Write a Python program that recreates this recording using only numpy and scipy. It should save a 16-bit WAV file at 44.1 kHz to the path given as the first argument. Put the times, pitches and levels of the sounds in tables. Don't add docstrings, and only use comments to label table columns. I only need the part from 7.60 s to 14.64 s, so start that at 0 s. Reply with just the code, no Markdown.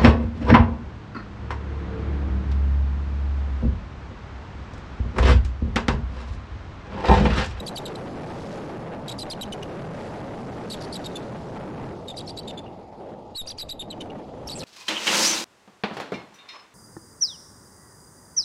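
import sys
import numpy as np
from scipy import signal
from scipy.fft import dct
from scipy.io import wavfile
from scipy.ndimage import uniform_filter1d

SR = 44100
rng = np.random.default_rng(int(sys.argv[2]) if len(sys.argv) > 2 else 0)


def wav_out(sig):
    wavfile.write(sys.argv[1], SR, np.round(np.clip(np.atleast_2d(sig).T, -1, 1) * 32767).astype(np.int16))


def how_loud(loudness_db):
    steps = np.asarray(loudness_db, float) / 20
    return 10 ** steps


N = 310464
RAIL = .026


def butter(x, order, hz, kind="low"):
    return signal.sosfilt(signal.butter(order, hz, kind, fs=SR, output="sos"), x)


def drift(rate_hz):
    r = np.exp(-2 * np.pi * rate_hz / SR)
    slow = signal.lfilter([1], [1, -2 * r, r * r], rng.standard_normal(N + SR))[SR:]
    return slow / slow.std()


# t/s, length/ms, resting f/Hz, level before overload/dB, closing dive/Hz
BOUT_1 = [(0.0005, 8, 3950, -28, 99.8), (.065, 9.5, 4650, -20.5, 60), (.0748, 3.4, 3266, -24.5, 30),
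          (.079, 13.2, 4050, -19.5, 99.9), (.158, 12, 4670, -22, 698), (.170, 6.7, 3080, -25, 104),
          (.174, 13.7, 3920, -19.5, 243), (.2545, 6, 4020, -24, 120), (.2605, 7.5, 3800, -22, 300),
          (.2675, 6.5, 3080, -33, 200), (.2755, 8.9, 3830, -30, 300), (.356, 6.8, 4070, -32, 101.3)]
BOUT_2 = [(1.480, 7, 3880, -24, 50), (1.490, 5.7, 3286, -27.5, 31), (1.4945, 8.3, 3930, -21, 60),
          (1.508, 3, 3750, -34, 30), (1.514, 13, 3930, -29, 30), (1.587, 11, 4780, -21, 99.2),
          (1.597, 9.1, 4190, -27.5, 99.9), (1.605, 10, 4950, -27.5, 99), (1.615, 19.4, 4040, -24.5, 401),
          (1.700, 4, 4650, -26, -200), (1.704, 7.5, 5000, -21, 500), (1.711, 3.6, 3706, -14, 30),
          (1.716, 15.7, 4260, -22, 500), (1.731, 7.8, 3150, -34.5, 248), (1.811, 14.5, 3950, -15.5, 120),
          (1.829, 11, 3220, -25, 100), (1.924, 14, 3060, -24, 100), (2.025, 12, 2890, -31, 80)]
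BOUT_3 = [(3.1003, 13.4, 4440, -23.5, 500), (3.1157, 6.5, 3950, -19.5, 50.8), (3.121, 16, 4600, -25.5, 600),
          (3.132, 14.3, 3830, -22.5, 353), (3.210, 7.9, 4740, -35, 300), (3.219, 8.2, 4900, -29.5, 690),
          (3.233, 10.5, 4700, -34, 300), (3.246, 6.8, 4720, -32, 300), (3.325, 6, 4450, -23.5, 29.94),
          (3.331, 9, 4800, -25.5, 520), (3.340, 10, 4850, -25, 802.4), (3.354, 16, 3960, -22, 150),
          (3.441, 8, 3750, -31, 30.3), (3.448, 9.3, 4500, -31.5, 500), (3.458, 13, 3800, -21, 80),
          (3.555, 9, 3560, -22, 50), (3.563, 11, 3560, -25, 80), (3.577, 7.2, 3550, -39.5, 99.8)]
BOUT_4 = [(4.475, 6, 3850, -51, 30), (4.482, 12, 3740, -30, 100), (4.498, 18, 3720, -33, 150),
          (4.518, 9, 3500, -48, 30), (4.569, 9, 4850, -31, 600), (4.578, 6.7, 3950, -27.5, 100),
          (4.585, 10, 4820, -27.5, 707), (4.595, 7, 3334, -36, 100.3), (4.602, 14, 3844, -36.5, 504),
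          (4.676, 8, 4350, -29.5, 50.2), (4.684, 4, 4900, -37, 30), (4.687, 6, 5600, -38, 200),
          (4.694, 4, 4000, -29.5, 29.56), (4.699, 15, 4750, -35, 1375), (4.772, 8, 4550, -30.5, 600),
          (4.780, 5, 3800, -36, -100), (4.785, 11, 4000, -28, -100), (4.875, 13.5, 3780, -31, 50),
          (4.890, 7, 3600, -36, 30), (4.898, 7, 3650, -35, 99.9), (4.906, 7, 3550, -38, 30),
          (4.974, 11, 3530, -31.5, 30), (4.987, 8, 3520, -33.5, 30), (4.996, 4, 3550, -43, 30),
          (5.060, 12, 2850, -52, 30), (5.078, 8, 2850, -53, 30)]
BOUT_5 = [(5.747, 6, 3920, -45, -100), (5.753, 7.5, 4080, -29, -200), (5.760, 13.3, 4387, -19.5, 30.13),
          (5.774, 25, 3940, -17.5, 50), (5.799, 16, 3760, -17.5, 160), (5.817, 6, 3700, -40, 29.7),
          (5.873, 9, 4750, -24.5, -150), (5.8875, 11.5, 5750, -28, 900), (5.899, 3.8, 3900, -30, 99),
          (5.903, 14, 4800, -24.5, 904), (5.917, 5.9, 3430, -32, 300), (5.984, 6, 4550, -23, -300),
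          (5.990, 7, 5100, -29, 1000), (5.997, 3.5, 3950, -24, 30), (6.0005, 12.5, 4820, -18, 900),
          (6.013, 15, 3955, -23, 300), (6.028, 5, 3930, -28.5, 99.6), (6.092, 6.8, 3797, -27.5, 49.34),
          (6.097, 11.4, 4790, -22, 1092), (6.107, 5, 3800, -24, -100), (6.112, 14.5, 3960, -22, 120),
          (6.1941, 15.6, 3760, -23, 260), (6.211, 13.5, 3760, -28, 100), (6.303, 5, 4150, -31, 150),
          (6.308, 10, 3900, -28, 250), (6.319, 6, 3150, -42, 60), (6.326, 11, 3000, -37.5, 100),
          (6.405, 18, 3060, -32, 80), (6.498, 15, 2880, -43.5, 30)]
BOUT_6 = [(6.8726, 15, 5560, -29, 900), (6.8871, 5.5, 4500, -30, 100.3), (6.896, 8.2, 3950, -22, 100.2),
          (6.905, 4.6, 5440, -33.5, 30.1), (6.911, 3.9, 4400, -25, 300), (6.916, 4.6, 3900, -22, 29.9),
          (6.9195, 3.7, 4800, -35, 98.2), (6.924, 4.7, 4600, -24, 198.5), (6.93, 7.5, 4500, -28.5, 30),
          (6.94, 3.9, 4640, -33, 300), (7.003, 4, 5100, -25.5, 907), (7.005, 6, 4250, -27.5, 198),
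          (7.014, 3.7, 4300, -24.5, 506), (7.021, 4, 4000, -29.5, 1190), (7.032, 5, 2600, -30, 100),
          (7.037, 3, 4100, -34, 300)]


def strokes(rows):
    scoop_share, scoop_max_ms, dive_share, dive_max_ms = .24, 2.8, .33, 5.8
    join_ms = 3
    fresh_ms, fresh_scoop_hz, fresh_loss_db = 2.0, 160, 6.5
    slide_loss_db, slide_loss_db_per_khz = 2.5, 7.5
    arch_max_hz, arch_share, sag_hz_per_ms = 120, .35, 9
    release_ms, release_loss_db = 7, 18.5
    crack_ms, crack_hz, crack_db = 5, 2600, -45

    steps, last_s, last_hz, last_db = [], -1, 0, 0
    for s, ms, hz, db, dive_hz in rows:
        scoop_ms = min(scoop_share * ms, scoop_max_ms)
        dive_ms = min(dive_share * ms, dive_max_ms)
        from_hz = last_hz
        loss_db = slide_loss_db + slide_loss_db_per_khz * abs(hz - from_hz) / 1000
        gap_s = s - last_s
        if gap_s * 1000 > join_ms:
            from_hz, loss_db = hz - fresh_scoop_hz, fresh_loss_db
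            scoop_ms = min(scoop_ms, fresh_ms)
            if last_s > 0:
                trail_ms = min(release_ms, gap_s * 400)
                steps.append((last_s, trail_ms, last_hz, last_hz, last_db - release_loss_db))
            if 4500 < hz < 5300 and gap_s > crack_ms / 500:
                steps.append((s - crack_ms / 1000, crack_ms, hz + crack_hz, hz, crack_db))

        arch_hz = arch_max_hz * min(abs(hz - from_hz) / fresh_scoop_hz, 1)
        rest_ms = ms - scoop_ms - dive_ms
        climb_ms = arch_share * rest_ms
        sag_ms = rest_ms - climb_ms
        sagged_hz = hz - sag_hz_per_ms * sag_ms
        dive_loss_db = slide_loss_db + slide_loss_db_per_khz * abs(dive_hz) / 1000
        last_s, last_hz, last_db = s + ms / 1000, sagged_hz - dive_hz, db
        steps += [(s, scoop_ms, from_hz, hz - arch_hz, db - loss_db),
                  (s + scoop_ms / 1000, climb_ms, hz - arch_hz, hz, db),
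                  (s + (scoop_ms + climb_ms) / 1000, sag_ms, hz, sagged_hz, db),
                  (last_s - dive_ms / 1000, dive_ms, sagged_hz, last_hz, db - dive_loss_db)]
    return steps


# t/s, f/Hz, level/dB
SQUEAL = [
    (6.945, 8240, -50),
    (6.953, 8380, -39.5),
    (6.962, 7450, -28),
    (6.968, 7600, -35),
    (6.979, 8700, -40),
    (6.985, 7980, -40.5),
    (6.99, 6950, -27),
    (6.994, 5820, -30),
    (6.998, 3620, -25),
]


def squeal():
    steps = []
    for (s, hz, db), (next_s, next_hz, next_db) in zip(SQUEAL, SQUEAL[1:]):
        steps.append((s, (next_s - s) * 1000, hz, next_hz, (db + next_db) / 2))
    return steps


# multiple of the whistle, level/dB
OVERTONES = [
    (2, -9),
    (3, -30),
]


def whistle(steps, glide_ms=0.58, edge_ms=0.82, breath_db=-24, rasp_db=-11):
    pitch_hz, gain = np.full(N, 3500.), np.zeros(N)
    for s, ms, start_hz, end_hz, db in steps:
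        at = round(s * SR)
        pitch_hz[at:at + SR // 10] = end_hz
        span = slice(at, min(at + round(ms * SR / 1000) + 1, N))
        pitch_hz[span] = np.linspace(start_hz, end_hz, span.stop - at)
        gain[span] = how_loud(db)
    gain = uniform_filter1d(gain, size=max(int(edge_ms * SR / 1000), 1))

    effort = np.minimum(gain / RAIL / 2, 1)
    shaky = (1 - effort) * (pitch_hz < 6200)
    waver = 1 + (.004 + .008 * shaky) * drift(180)
    gain = gain * how_loud((1 + 3 * shaky) * drift(220))
    pitch_hz = uniform_filter1d(pitch_hz, size=max(int(glide_ms * SR / 1000), 1)) * waver
    phase = 2 * np.pi * np.cumsum(pitch_hz) / SR

    breath = butter(rng.standard_normal(N), 2, 2500, "high")
    rasp = butter(rng.standard_normal(N), 2, 1300)
    rasp = rasp / rasp.std()
    rough_share = np.clip((pitch_hz - 4150) / 400, 0, 1)
    rich = effort * (1 - .7 * rough_share * (1 - rasp))
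    overtones = sum(how_loud(db) * np.cos(k * phase) for k, db in OVERTONES)
    tone = np.sin(phase) + rich * overtones
    tone = tone * (1 + how_loud(rasp_db) * shaky * rasp)
    return gain * (tone + how_loud(breath_db) * effort * breath)


# t/s, length/ms, start f/Hz, # end f/Hz,
# peak level/dB
SECOND = [(1.481, 5, 4700, 4800, -37), (1.515, 10, 4500, 4700, -38), (.352, 8, 4500, 3500, -39),
          (1.829, 10, 5654, 5770, -40), (1.923, 7, 3650, 3600, -33), (4.772, 7, 3800, 3850, -33),
          (4.668, 8, 5300, 5400, -44), (3.443, 6, 4450, 4478, -31), (1.588, 11.3, 3800, 3904, -38),
          (4.481, 8.6, 4300, 4300, -43), (4.569, 5, 3600, 3900, -44), (5.874, 10, 3700, 3800, -40.5),
          (6.096, 9.1, 3750, 3805, -36.5), (6.886, 3.9, 3600, 2600, -38), (4.79, 13, 4500, 4520, -36),
          (4.803, 17, 3150, 3050, -53), (4.661, 7, 7600, 5500, -54), (4.6915, 4, 4800, 4200, -36),
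          (4.903, 10, 2900, 2900, -42), (5.746, 8, 2800, 2950, -53), (5.765, 10, 4750, 4900, -34),
          (5.8815, 6, 5900, 3700, -33), (5.817, 6.9, 5170, 4870, -49.5), (5.858, 7, 2400, 2700, -51),
          (5.865, 4, 10500, 7500, -47), (5.975, 9, 2200, 3000, -50), (3.209, 44, 4400, 4300, -47),
          (6.086, 3, 2330, 2900, -48), (6.089, 4, 8500, 4500, -44), (6.223, 7, 3050, 2800, -38),
          (6.408, 13, 3750, 3600, -36), (6.955, 22, 2480, 2720, -45.5)]


def second_strand():
    return whistle(sorted(SECOND))


def splinters(rows, decay_ms=6, loss_db=15, full_hop_hz=800):
    kicks, last_hz = np.zeros(N), 0
    for s, ms, hz, db, dive_hz in rows:
        kicks[round(s * SR)] = how_loud(db - loss_db) * min(abs(hz - last_hz) / full_hop_hz, 1)
        last_hz = hz
    t = np.arange(SR // 30) / SR
    noise = butter(rng.standard_normal(N), 2, [2600, 5500], "band")
    return signal.fftconvolve(kicks, np.exp(-1000 * t / decay_ms))[:N] * noise / noise.std()


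# from t/s, to t/s, delay/s, level/dB
ECHOES = [
    (0, 1.9, .040, -38),
    (0, 1.9, .046, -40),
    (1.9, 5.5, .058, -29),
    (1.9, 5.5, .064, -32),
    (1.9, 5.5, .034, -33),
    (5.5, 7.04, .036, -37),
    (5.5, 7.04, .043, -40),
]


def echoes(x, dull_hz=5000, flutter_db=5):
    x = butter(x, 4, dull_hz)
    t, out = np.arange(N) / SR, 0
    for from_s, to_s, delay_s, db in ECHOES:
        facing = x * (t >= from_s) * (t < to_s)
        delayed = np.pad(facing, (round(delay_s * SR), 0))[:N]
        out = out + how_loud(db) * delayed * how_loud(flutter_db * drift(120))
    return out


def tree(x, level_db=-29, first_ms=6, t60_s=.32, dull_hz=5100):
    t = np.arange(SR // 4) / SR
    scatter = rng.standard_normal(len(t)) * how_loud(-60 * t / t60_s) * (t > first_ms / 1000)
    return how_loud(level_db) * signal.fftconvolve(butter(x, 4, dull_hz), scatter / np.linalg.norm(scatter))[:N]


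# t/s, level/dB
GUSTS = [(0.0, -28), (1.0, -26.5), (1.35, -29.5), (1.9, -29), (2.3, -25.5), (2.75, -28.5), (3.25, -26),
         (3.9, -29.5), (4.25, -26.5), (4.376, -36), (5.0, -35.6), (5.3, -43), (5.49, -37.5), (5.62, -41.5),
         (6.0, -45), (6.5, -34), (6.76, -38), (7.04, -28.5)]
# f/Hz, level per Hz/dB
WIND = [(60, -16), (120, -2), (180, -1), (300, -3), (500, -1.5), (750, -3.5), (1000, -13), (1400, -30.5),
        (2200, -29.5), (4000, -34.5), (8000, -46.5), (13000, -53.5)]


def wind(lull_db=-41, bass_lift=0.19, flutter_db=1.0, patchy_db=1.9):
    level_db = np.interp(np.arange(N) / SR, *np.transpose(GUSTS))
    hz, colour_db = np.transpose(WIND)
    edges_hz = 20 * 2 ** np.arange(0, 9.6, .5)
    white, together, out = rng.standard_normal((2, N)), drift(24.0), 0
    for k, (low_hz, high_hz) in enumerate(zip(edges_hz, edges_hz[1:])):
        band = butter(white[k % 2], 3, [low_hz, high_hz], "band")
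        centre_hz = np.sqrt(low_hz * high_hz)
        tilt_db = bass_lift * (level_db - lull_db) * np.log2(400 / np.clip(centre_hz, 150, 1600))
        band_db = np.interp(np.log(centre_hz), np.log(hz), colour_db)
        out = out + band * how_loud(band_db + tilt_db + patchy_db * drift(6.8))
    loudness = np.sqrt(uniform_filter1d(out ** 2, size=SR))
    return out / loudness * how_loud(level_db + flutter_db * together)


# t/s, level/dB
AIR = [(0.0, -56.5), (0.39, -57.5), (0.94, -49), (1.17, -59.5), (1.41, -70.5), (2.47, -52), (2.6, -57.5),
       (3.43, -52.5), (4.49, -63.5), (4.85, -65), (5.33, -95), (6.0, -72), (6.3, -89), (6.84, -68),
       (6.95, -54), (6.99, -48), (7.04, -52)]


def branches(rumble_db=-41, rumble_follows=.2, lumps_db=3):
    t, out = np.arange(N) / SR, 0
    hiss_db = np.interp(t, *np.transpose(AIR))
    rumble_db = rumble_db + rumble_follows * np.interp(t, *np.transpose(GUSTS)) + lumps_db * drift(2.5)
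    for band_hz, level_db in ([2200, 6000], hiss_db), ([52, 120], rumble_db):
        noise = butter(rng.standard_normal(N), 2, band_hz, "band")
        out = out + noise / noise.std() * how_loud(level_db)
    return out


def scene():
    rows = [row for bout in (BOUT_1, BOUT_2, BOUT_3, BOUT_4, BOUT_5, BOUT_6) for row in bout]
    call = whistle(sorted(strokes(rows) + squeal())) + second_strand()
    scattered = splinters(rows) + echoes(call) + tree(call)
    return (call + scattered + wind() + branches())[None]


def overload(x, hardness=35.0, kick=0.09, lean=0.46):
    bias = butter(np.abs(butter(x, 2, 2000, "high")), 2, 60)
    x = x + kick * bias - lean * butter(bias, 1, 3)
    return x / (1 + np.abs(x / RAIL) ** hardness) ** (1 / hardness)


def smear(x, tail_db=-10, above_hz=6200, t60_s=.075, kept=.92, scattered=.2, scatter_hz=700):
    t = np.arange(SR // 20) / SR
    tail = rng.standard_normal(len(t)) * how_loud(-60 * t / t60_s)
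    treble = signal.sosfiltfilt(signal.butter(4, above_hz, "high", fs=SR, output="sos"), x[0])
    noise = butter(rng.standard_normal(N), 2, scatter_hz)
    rough = treble * (kept + scattered * noise / noise.std())
    return x - treble + rough + how_loud(tail_db) * signal.fftconvolve(rough, tail / np.linalg.norm(tail))[:N]


def coarse_rounding(x, bass_db=-13.5, quiet_db=-100, valley_db=-16, hole_db=-16, size=512, width=8):
    window = np.sin(np.pi * (np.arange(2 * size) + .5) / (2 * size))
    padded = np.pad(x[0], (size, 2 * size - N % size))
    frames = np.lib.stride_tricks.sliding_window_view(padded, 2 * size)[::size] * window
    a, b, c, d = np.split(frames, 4, axis=1)
    values = dct(np.c_[-c[:, ::-1] - d, a - b[:, ::-1]], 4, norm="ortho")
    hz = np.arange(size) * SR / 2 / size

    def spread(bins):
        return np.sqrt(uniform_filter1d(values ** 2, size=bins, axis=1))

    near, masked = spread(10), spread(40)
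    far = spread(110) * (hz > 4700)
    coarse_db = np.interp(hz, [1500, 4500, 6000], [bass_db, -10, -7])
    short_db = uniform_filter1d(rng.normal(0, 7, (len(values), size // width)), size=4, axis=0)
    short_db = np.repeat(short_db, width, axis=1) * (hz > 5200)
    poor = (short_db > 3.6) & (near < 1.2 * masked)
    valley = near < far * how_loud(valley_db + short_db)
    values = values * np.where(poor | valley, how_loud(hole_db), 1)

    step = masked * how_loud(coarse_db + short_db / 2) + how_loud(quiet_db)
    u, v = np.split(dct(np.round(values / step) * step, 4, norm="ortho"), 2, axis=1)
    frames = np.c_[v, -v[:, ::-1], -u[:, ::-1], -u] * window
    return (frames[:-1, size:] + frames[1:, :size]).ravel()[None, :N]


def low_pass(x):
    return signal.sosfilt(signal.butter(12, 13160, fs=SR, output="sos"), x)


def record(dry):
    x = coarse_rounding(smear(overload(dry)))
    x = butter(x, 1, 1.2, "high")
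    x = signal.sosfilt(signal.ellip(10, .5, 75, 11850, fs=SR, output="sos"), x)
    return low_pass(x)


dry = scene()
out = record(dry)
wav_out(out)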